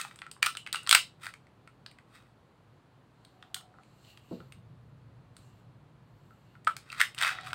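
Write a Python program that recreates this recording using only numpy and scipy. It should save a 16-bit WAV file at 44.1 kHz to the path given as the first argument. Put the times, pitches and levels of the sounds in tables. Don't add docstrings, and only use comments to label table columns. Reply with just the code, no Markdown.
import sys
import numpy as np
from scipy import signal
from scipy.fft import rfft, irfft, next_fast_len
from scipy.io import wavfile
from scipy.ndimage import uniform_filter1d

SR = 44100
rng = np.random.default_rng(int(sys.argv[2]) if len(sys.argv) > 2 else 0)


def wav_record(signal):
    frames = np.transpose(np.atleast_2d(signal))
    bounded = np.clip(frames, -1, 1)
    quanta = np.round(bounded * 32767).astype(np.int16)
    wavfile.write(sys.argv[1], SR, quanta)


N = 332822


def amp(db):
    return 10 ** (np.asarray(db) / 20)


def rms_one(x):
    return x / np.sqrt(np.mean(x ** 2) + 1e-20)


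def at_hz(points, hz):
    table = np.array(points)
    return np.interp(np.log(hz), np.log(table[:, 0]), table[:, 1])


def curve(rows):
    return amp(np.interp(np.arange(N) / SR, *np.transpose(rows)))


def drift(per_s):
    r = np.exp(-2 * np.pi * per_s / SR)
    white = rng.standard_normal(N + SR)
    slow = signal.lfilter([(1 - r) ** 2], [1, -2 * r, r * r], white)
    return rms_one(slow[SR:])


def bandpassed(x, low_hz, high_hz):
    return signal.sosfilt(signal.butter(2, [low_hz, high_hz], "band", fs=SR, output="sos"), x)


def ring(clicks, hz, t60):
    r = amp(-60 / (max(t60, .002) * SR))
    w = 2 * np.pi * hz / SR
    return signal.lfilter([0, np.sin(w)], [1, -2 * r * np.cos(w), r * r], clicks + 1e-18)


def resonant_noise(peaks):
    white = rng.standard_normal(N)
    total = np.zeros(N)
    for k, (hz, width_hz, db) in enumerate(peaks):
        t60 = np.log(1000) / np.pi / width_hz
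        total += amp(db) * width_hz * ring(white, hz, t60) * (-1) ** k
    return rms_one(total)


def coloured_noise(spectrum):
    hz = np.fft.rfftfreq(N, 1 / SR) + 1
    shaped = rfft(rng.standard_normal(N)) * amp(at_hz(spectrum, hz))
    return irfft(shaped, N) / np.std(irfft(shaped * (hz > 220), N))


def evened(spectra, size):
    power = uniform_filter1d(np.abs(spectra) ** 2, size, axis=-1)
    return spectra / np.sqrt(power + 1e-20)


# (frequency [Hz], relative density [dB])
AIR_SPECTRUM = [(25, -33.5), (60, -34), (127, -11), (250, -12), (700, -18.5), (1100, -19), (2200, -29.5),
                (4400, -35), (5300, -43), (9000, -46), (16000, -55.5)]
AIR_DB = -65


def room_tone():
    return amp(AIR_DB) * coloured_noise(AIR_SPECTRUM)


# (time [s], level [dB])
HUM_LEVEL = [(0.0, -63), (1.0, -61.5), (3.21, -64.5), (4.28, -61), (4.45, -54.5), (7.04, -60.5),
             (7.55, -54)]
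# (frequency [Hz], width [Hz], relative level [dB])
HUM_PEAKS = [(116, 37, 2.5), (145, 99, -4.5), (70, 25, -14.5)]


def hum():
    return curve(HUM_LEVEL) * resonant_noise(HUM_PEAKS)


# (middle [s], half length [s], level [dB])
TONE_SWELLS = [(3.595, 0.3, -63.5), (7.41, 0.27, -53.5)]
TONE_HZ, TONE_WIDTH_HZ = 745, 30


def faint_tone():
    t = np.arange(N) / SR
    swell = sum(amp(db) * np.clip(1 - ((t - s) / half_s) ** 2, 0, 1) for s, half_s, db in TONE_SWELLS)
    return swell * resonant_noise([(TONE_HZ, TONE_WIDTH_HZ, 0)])


def background():
    return room_tone() + hum() + faint_tone()


# (time [s], level [dB])
RUB_LEVEL = [(3.1, -90.5), (3.3, -77), (3.7, -92), (3.85, -77), (4.0, -72), (4.1, -59.5), (4.22, -74),
             (4.33, -64.5), (4.45, -72), (4.65, -90.5), (5.34, -92.5), (5.38, -72), (5.6, -77.5),
             (5.7, -92.5), (5.95, -95), (6.15, -79), (6.55, -77.5), (6.7, -100)]
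# (frequency [Hz], width [Hz], relative level [dB])
GRIP_PEAKS = [(2810, 220, -5), (4200, 480, -3.5), (7500, 1200, -8.5), (13280, 480, -13), (15770, 710, -21)]
RUB_BROAD_DB = -16
RUB_PATCHY_DB, RUB_PATCHES_PER_S = 3, 4


def fingers():
    hiss = amp(RUB_BROAD_DB) * bandpassed(rng.standard_normal(N), 2000, 12000)
    for hz, width_hz, db in GRIP_PEAKS:
        patchy = amp(db + RUB_PATCHY_DB * drift(RUB_PATCHES_PER_S))
        hiss = hiss + patchy * resonant_noise([(hz, width_hz, 0)])
    return curve(RUB_LEVEL) * hiss


# (time [s], force [dB])
BUTT_DOWN = [(4.31, -57), (4.323, -59), (4.399, -74.5)]
# (frequency [Hz], relative level [dB], t60 [s])
TABLE_MODES = [(176.5, -1, 0.07), (237, -3.5, 0.13), (311, 3.5, 0.02), (465, 2, 0.043), (630, 9.5, 0.0026)]
PRESS_S = 0.016


def butt():
    force = np.zeros(N)
    t = np.arange(2000) / SR
    for s, db in BUTT_DOWN:
        pulse = rng.standard_normal(len(t)) * np.exp(-t / PRESS_S)
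        force[round(s * SR):][:len(t)] += amp(db) * pulse
    thud = sum(amp(db) * ring(force, hz, t60) * (-1) ** k for k, (hz, db, t60) in enumerate(TABLE_MODES))
    return bandpassed(thud, 140, 900)


# (frequency [Hz], gain [dB])
BODY = [(300, -46), (580, -13.5), (950, -4.5), (1300, 5.5), (2200, -0.5), (3500, -2), (4800, -2),
        (5900, -9), (7200, -6.5), (8400, 2), (9200, -3.5), (10500, -11.5), (12500, -12.5), (15500, -12)]


def body_db(hz):
    return at_hz(BODY, hz)


REGISTERS_HZ = [1300, 3300, 8000]


def shares(hz):
    return np.array([np.interp(np.log(hz), np.log(REGISTERS_HZ), row) for row in np.eye(3)])


RISE_DB = 29
SETTLE_DB_PER_DECADE = 35.5
END_FADE_S = 0.02028


def swell_and_settle(s, db, rise_s, settle_s, lasts_s):
    t = np.arange(N) / SR - s
    fall_db = SETTLE_DB_PER_DECADE * np.log10(1 + np.maximum(t, 0) / max(settle_s, .001))
    rise_db = np.minimum(RISE_DB * np.maximum(-t, 0) / max(rise_s, .001), 200)
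    end_fade = np.clip((lasts_s + END_FADE_S - t) / END_FADE_S, 0, 1)
    return amp(db - fall_db - rise_db) * end_fade


# (loudest at [s], level [dB], rise [s], settling time [s], lasts [s], treble against middle [dB])
GRINDS_AND_RATTLES = [(0.001, -29, 0.016, 0.025, 0.2, -6.5), (0.424, -22, 0.0015, 0.0068, .13, -14),
                      (0.729, -33, .002, 0.037, 0.2, -8), (1.238, -39.5, 0.045, 0.1, 0.055, -6.5),
                      (2.156, -51.5, 0.1, 0.06, 0.16, -8.5), (6.963, -41.5, 0.21, 0.47, 0.048, -12),
                      (7.004, -17, 0.014, 0.012, 0.11, -10.5)]
# (time [s], level [dB], treble against middle [dB])
DRAWN_OFF = [(7.15, -63, -12.5), (7.19, -32.5, -16), (7.23, -22, -13), (7.295, -26, -12.5),
             (7.32, -33, -17), (7.42, -46, -21), (7.48, -35.5, -10), (7.547, -57, -14)]
# (frequency [Hz], relative level [dB], t60 [s])
RAIL_MODES = [(1474, -30, 0.01), (2050, -27, 0.0077), (2620, -29.5, 0.016), (3824, -31.5, .015)]
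SNAGS_PER_S, SNAG_SPREAD_DB = 3000, 3.2
LUMPS_DB, LUMPS_PER_S = 2.2, 61
GRIND_BASS_DB = -5.5
WAVER_DB, WAVER_PER_S = 4, 30


def grind_and_rattle():
    s, level_db, treble_db = np.transpose(DRAWN_OFF)
    drawn = curve(np.c_[s, level_db]) * (np.arange(N) > s[0] * SR)
    moves = [(swell_and_settle(*row[:-1]), amp(row[-1])) for row in GRINDS_AND_RATTLES]
    moves.append((drawn, curve(np.c_[s, treble_db])))
    middle = sum(gain for gain, treble_share in moves)
    treble = sum(gain * treble_share for gain, treble_share in moves)

    happens = rng.random(N) < SNAGS_PER_S / SR
    heights = amp(SNAG_SPREAD_DB * np.minimum(rng.exponential(1, N), 4))
    snags = happens * heights * rng.choice([-1, 1], N)
    snags = rms_one(snags * amp(LUMPS_DB * drift(LUMPS_PER_S)))

    size = next_fast_len(N)
    hz = np.fft.rfftfreq(size, 1 / SR) + 1
    gains = np.array([middle * amp(GRIND_BASS_DB), middle, treble])
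    registers = rfft(snags * gains, size) * shares(hz)
    rasp = irfft(registers.sum(axis=0) * amp(body_db(hz)), size)[:N]
    rails = sum(amp(db + WAVER_DB * drift(WAVER_PER_S / 2)) * ring(rasp, hz, t60)
                for hz, db, t60 in RAIL_MODES)
    return rasp + rails


# (time [s], relative level [dB], below the peak [dB], above the peak [dB], strongest pitch [Hz])
CONTACTS = [(0.0133, -24.5, -19, 0.5, 2520), (0.049, -21.5, -3.5, -24, 810), (0.111, -34, -2, -28, 2300),
            (0.159, -49, 3, 7, 2130), (0.189, -39, 0, -5, 3350), (0.218, -26, 1, -18.5, 2400),
            (0.265, -33.5, 2.5, -18, 2000), (0.314, -37, -6, 5, 3160), (0.365, -34.5, -7, -37, 1040),
            (0.428, -2.5, -10.5, -11.5, 2160), (0.44, -37, 10, -24, 2300), (0.447, -30, 3, -19, 3050),
            (0.4619, -14, -3, 0, 3300), (0.4654, -16.5, 5.5, -2.5, 3200), (0.551, -33.5, 4, -10, 3700),
            (0.5702, -23.5, -9, -2.5, 2870), (0.664, -25, -7.5, -20.5, 2650), (0.6728, -27, -2, -14, 2120),
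            (0.7279, -16.5, -18, 0, 3700), (0.7452, -20.5, 2, -22, 3400), (0.7573, -17, -35, -11, 2700),
            (0.832, -58, -14, 23, 4500), (0.865, -29.5, -2, -16, 4260), (0.8733, -23.5, 4.5, -5.5, 4400),
            (0.8926, -9.5, -10.5, -2, 3500), (0.9111, -3.5, -6, -2, 3420), (0.916, -18, -5, -10, 3000),
            (0.9274, -2, -4, -4.5, 3970), (0.9306, -15, 0, -2, 3440), (0.948, -4.5, -13, -1.5, 2406),
            (0.95, -3, -3.5, -3, 2895), (0.954, -8, -0.5, -9, 2289), (1.221, -45.5, 2, -12, 1990),
            (1.266, -24.5, -1, -9, 1890), (1.29, -39.5, 3.5, -7.5, 2010), (1.338, -33, -4.5, -11, 2204),
            (1.4685, -48.5, -12, -13.5, 2200), (1.675, -38.5, 0, -15.5, 2210),
            (1.8622, -30.5, -6, -10.5, 4200), (1.913, -44.5, -14, -5.5, 2320),
            (1.986, -42.5, -4.5, -13, 1969), (3.249, -43, -13.5, -6, 3720),
            (3.4255, -38.5, 2.5, -16.5, 3520), (3.5442, -20.5, -11.5, 0, 3480), (3.564, -40, 6, -22, 2840),
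            (3.609, -49.5, 8.5, -16, 2010), (3.741, -58.5, 12.5, -17, 1930),
            (3.786, -55.5, 11.5, -26, 2104), (3.834, -49.5, -12, -10.5, 2620),
            (4.048, -47, -12, -13.5, 3020), (4.174, -39, -7, -9, 2920), (4.4028, -49.5, 8.5, -19, 3150),
            (4.5224, -35.5, -15.5, -7, 2306), (5.3666, -43, -2, 1, 3760),
            (6.3075, -59.5, 11.5, -12.5, 2004), (6.553, -50.5, 6.5, -16.5, 2193),
            (6.647, -48.5, -11.5, 6, 2000), (6.669, -27, -9, -19, 3250), (6.672, -9.5, 1, -26, 1350),
            (6.676, -11, -7.5, -21, 1380), (6.766, -30.5, -0.5, 1.5, 2280), (6.901, -26.5, -32, -20, 2680),
            (6.919, -31, -15, -8, 4380), (6.927, -26.5, -3.5, -12.5, 2450), (6.9981, -17, -16, -27, 2560),
            (7.0039, -13, -6.5, -9.5, 1990), (7.0135, -2, -21, -14, 1870), (7.147, -34.5, -9, -1.5, 2700),
            (7.18, -24.5, -9, -11, 3220), (7.186, -23.5, -10, -2.5, 3370), (7.213, -15, -9, -8, 1860),
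            (7.224, -15, -1.5, -6.5, 1900), (7.2473, -15, -0.5, -19, 2550), (7.268, -15, -3.5, -33, 1950),
            (7.2923, -15.5, -17, -19, 1543), (7.386, -26.5, 2, -54, 1940), (7.41, -35.5, -20, -11, 4000),
            (7.472, -42, 11, -14, 2380), (7.507, -31.5, -7, -27, 2330), (7.531, -21, 3.5, -9, 3000)]
# (frequency [Hz], relative level [dB], t60 [s])
SLIDE_MODES = [(1330, -5, 0.12), (1250, -4, 0.05), (1430, -3, 0.05), (3290, 5, 0.027), (4000, 1, .04),
               (8050, -3, 0.03), (8520, -2, .11), (10350, -8, .09)]
# (frequency [Hz], relative level [dB], t60 [s])
SPRING_MODES = [(2715, 2, .13), (2772, 2, .19), (2925, 3, .11)]
COCKING_FROM_S, COCKING_TO_S = .56, .8
RING_LOW_DB, RING_MIDDLE_DB, RING_TOP_DB = -19.5, -19.5, -28.5
RING_DULL_DB_PER_DB = 1.93
RING_LOSS_DB_PER_OCTAVE = 170
SQUARE_DB = 13
SOFT_RING_DB_PER_DB = 0.24


def slide_ring():
    s, blow_db, below, above, peak_hz = np.transpose(CONTACTS)
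    cocking = (s > COCKING_FROM_S) & (s < COCKING_TO_S)
    modes = [*SLIDE_MODES, *SPRING_MODES]
    signs = rng.choice([-1, 1], (len(s), len(modes)))
    out = np.zeros(N)
    for k, (hz, db, t60) in enumerate(modes):
        near_db = RING_MIDDLE_DB - RING_LOSS_DB_PER_OCTAVE * np.abs(np.log2(hz / peak_hz))
        if hz < 2000:
            reach_db = np.maximum(RING_DULL_DB_PER_DB * below + RING_LOW_DB, near_db + SQUARE_DB)
        elif hz > 6000:
            reach_db = np.minimum(above, 5) + RING_TOP_DB - SOFT_RING_DB_PER_DB * blow_db
        else:
            reach_db = near_db
        free = True if k < len(SLIDE_MODES) else cocking
        clicks = np.zeros(N)
        clicks[np.round(s * SR).astype(int)] = amp(db + blow_db + reach_db) * signs[:, k] * free
        out += ring(clicks, hz, t60) * amp(WAVER_DB * (drift(WAVER_PER_S) - .5))
    return signal.sosfilt(signal.butter(2, 900, "high", fs=SR, output="sos"), out)


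CRACK_DB, UNEVEN_DB = 19, 2.5
CHATTER_MS, CHATTER_MS_PER_DB = 1.3, -0.01
BITE_MS = .25
PEAK_DB, PEAK_OCTAVES = 6.5, 0.2
SOFT_DULL_DB_PER_DB = 0.2


def landing_db(hz, db, below, above, peak_hz):
    low_hz, high_hz = REGISTERS_HZ[0], REGISTERS_HZ[-1]
    corners_hz = [min(low_hz, peak_hz / 2.0), peak_hz, high_hz, 2 * high_hz]
    levels = [db + below, db, db + above, db + above + SOFT_DULL_DB_PER_DB * db]
    slopes = np.interp(np.log(hz), np.log(corners_hz), levels)
    return slopes + PEAK_DB * np.exp(-.5 * (np.log2(hz / peak_hz) / PEAK_OCTAVES) ** 2)


def contacts():
    table = np.array(CONTACTS)
    span = np.arange(1024)
    hz = np.fft.rfftfreq(len(span), 1 / SR) + 1
    landing = np.array([landing_db(hz, *row[1:]) for row in table])
    favour_hz = np.geomspace(500, 16000, 24)
    luck = rng.standard_normal((len(table), len(favour_hz)))
    favour = np.array([np.interp(np.log(hz), np.log(favour_hz), row) for row in luck])
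    colour_db = landing + UNEVEN_DB * favour + body_db(hz) + CRACK_DB

    half = len(span) // 2 - 1
    fold = np.r_[1, 2 * np.ones(half), 1, np.zeros(half)]
    colour = np.exp(rfft(irfft(np.log(amp(colour_db))) * fold))

    chatter = np.clip(CHATTER_MS + CHATTER_MS_PER_DB * table[:, 1:2], .3, 4) * SR / 1000
    bite = 1 - np.exp(-span / SR * 1000 / BITE_MS)
    noise = rng.standard_normal((len(table), len(span))) * np.exp(-span / chatter) * bite
    bursts = irfft(evened(rfft(noise), size=15) * colour)
    bursts = bursts * np.cos(span / len(span) * np.pi / 2) ** 2
    at = np.round(table[:, :1] * SR).astype(int) + span
    return np.bincount(at.ravel(), bursts.ravel(), N + len(span))[:N]


def pistol():
    return grind_and_rattle() + slide_ring() + contacts()


# (frequency [Hz], t60 [s])
ROOM_DECAY = [(500, 0.26), (1300, 0.045), (3500, 0.24), (15000, 0.15)]
ROOM_DB = -7.5


def room(x):
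    t = np.arange(SR // 2) / SR
    tail = np.zeros(len(t))
    edges = 300 * 2 ** np.arange(0, 6, .5)
    for low, high in zip(edges, np.append(edges[1:], 17000)):
        band = bandpassed(rng.standard_normal(len(t)), low, high)
        tail += band * amp(-60 * t / at_hz(ROOM_DECAY, np.sqrt(low * high)))
    tail *= 1 - np.exp(-t / .006)
    tail = irfft(evened(rfft(tail), size=70)) * (t < .4)
    return signal.fftconvolve(x, tail / np.sqrt(np.sum(tail ** 2)))[:N]


def scene():
    near = pistol() + butt()
    return (near + amp(ROOM_DB) * room(near) + fingers() + background())[None]


MIC_LOW_HZ, CUTOFF_HZ = 43.75, 16800
TOP = .97


def record(dry):
    dry = signal.sosfilt(signal.butter(4, MIC_LOW_HZ, "high", fs=SR, output="sos"), dry)
    rounded = dry / (1 + np.abs(dry / TOP) ** 4) ** (1 / 4)
    return TOP * signal.sosfilt(signal.cheby2(12, 60, CUTOFF_HZ, fs=SR, output="sos"), rounded)


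dry = scene()
out = record(dry)
wav_record(out)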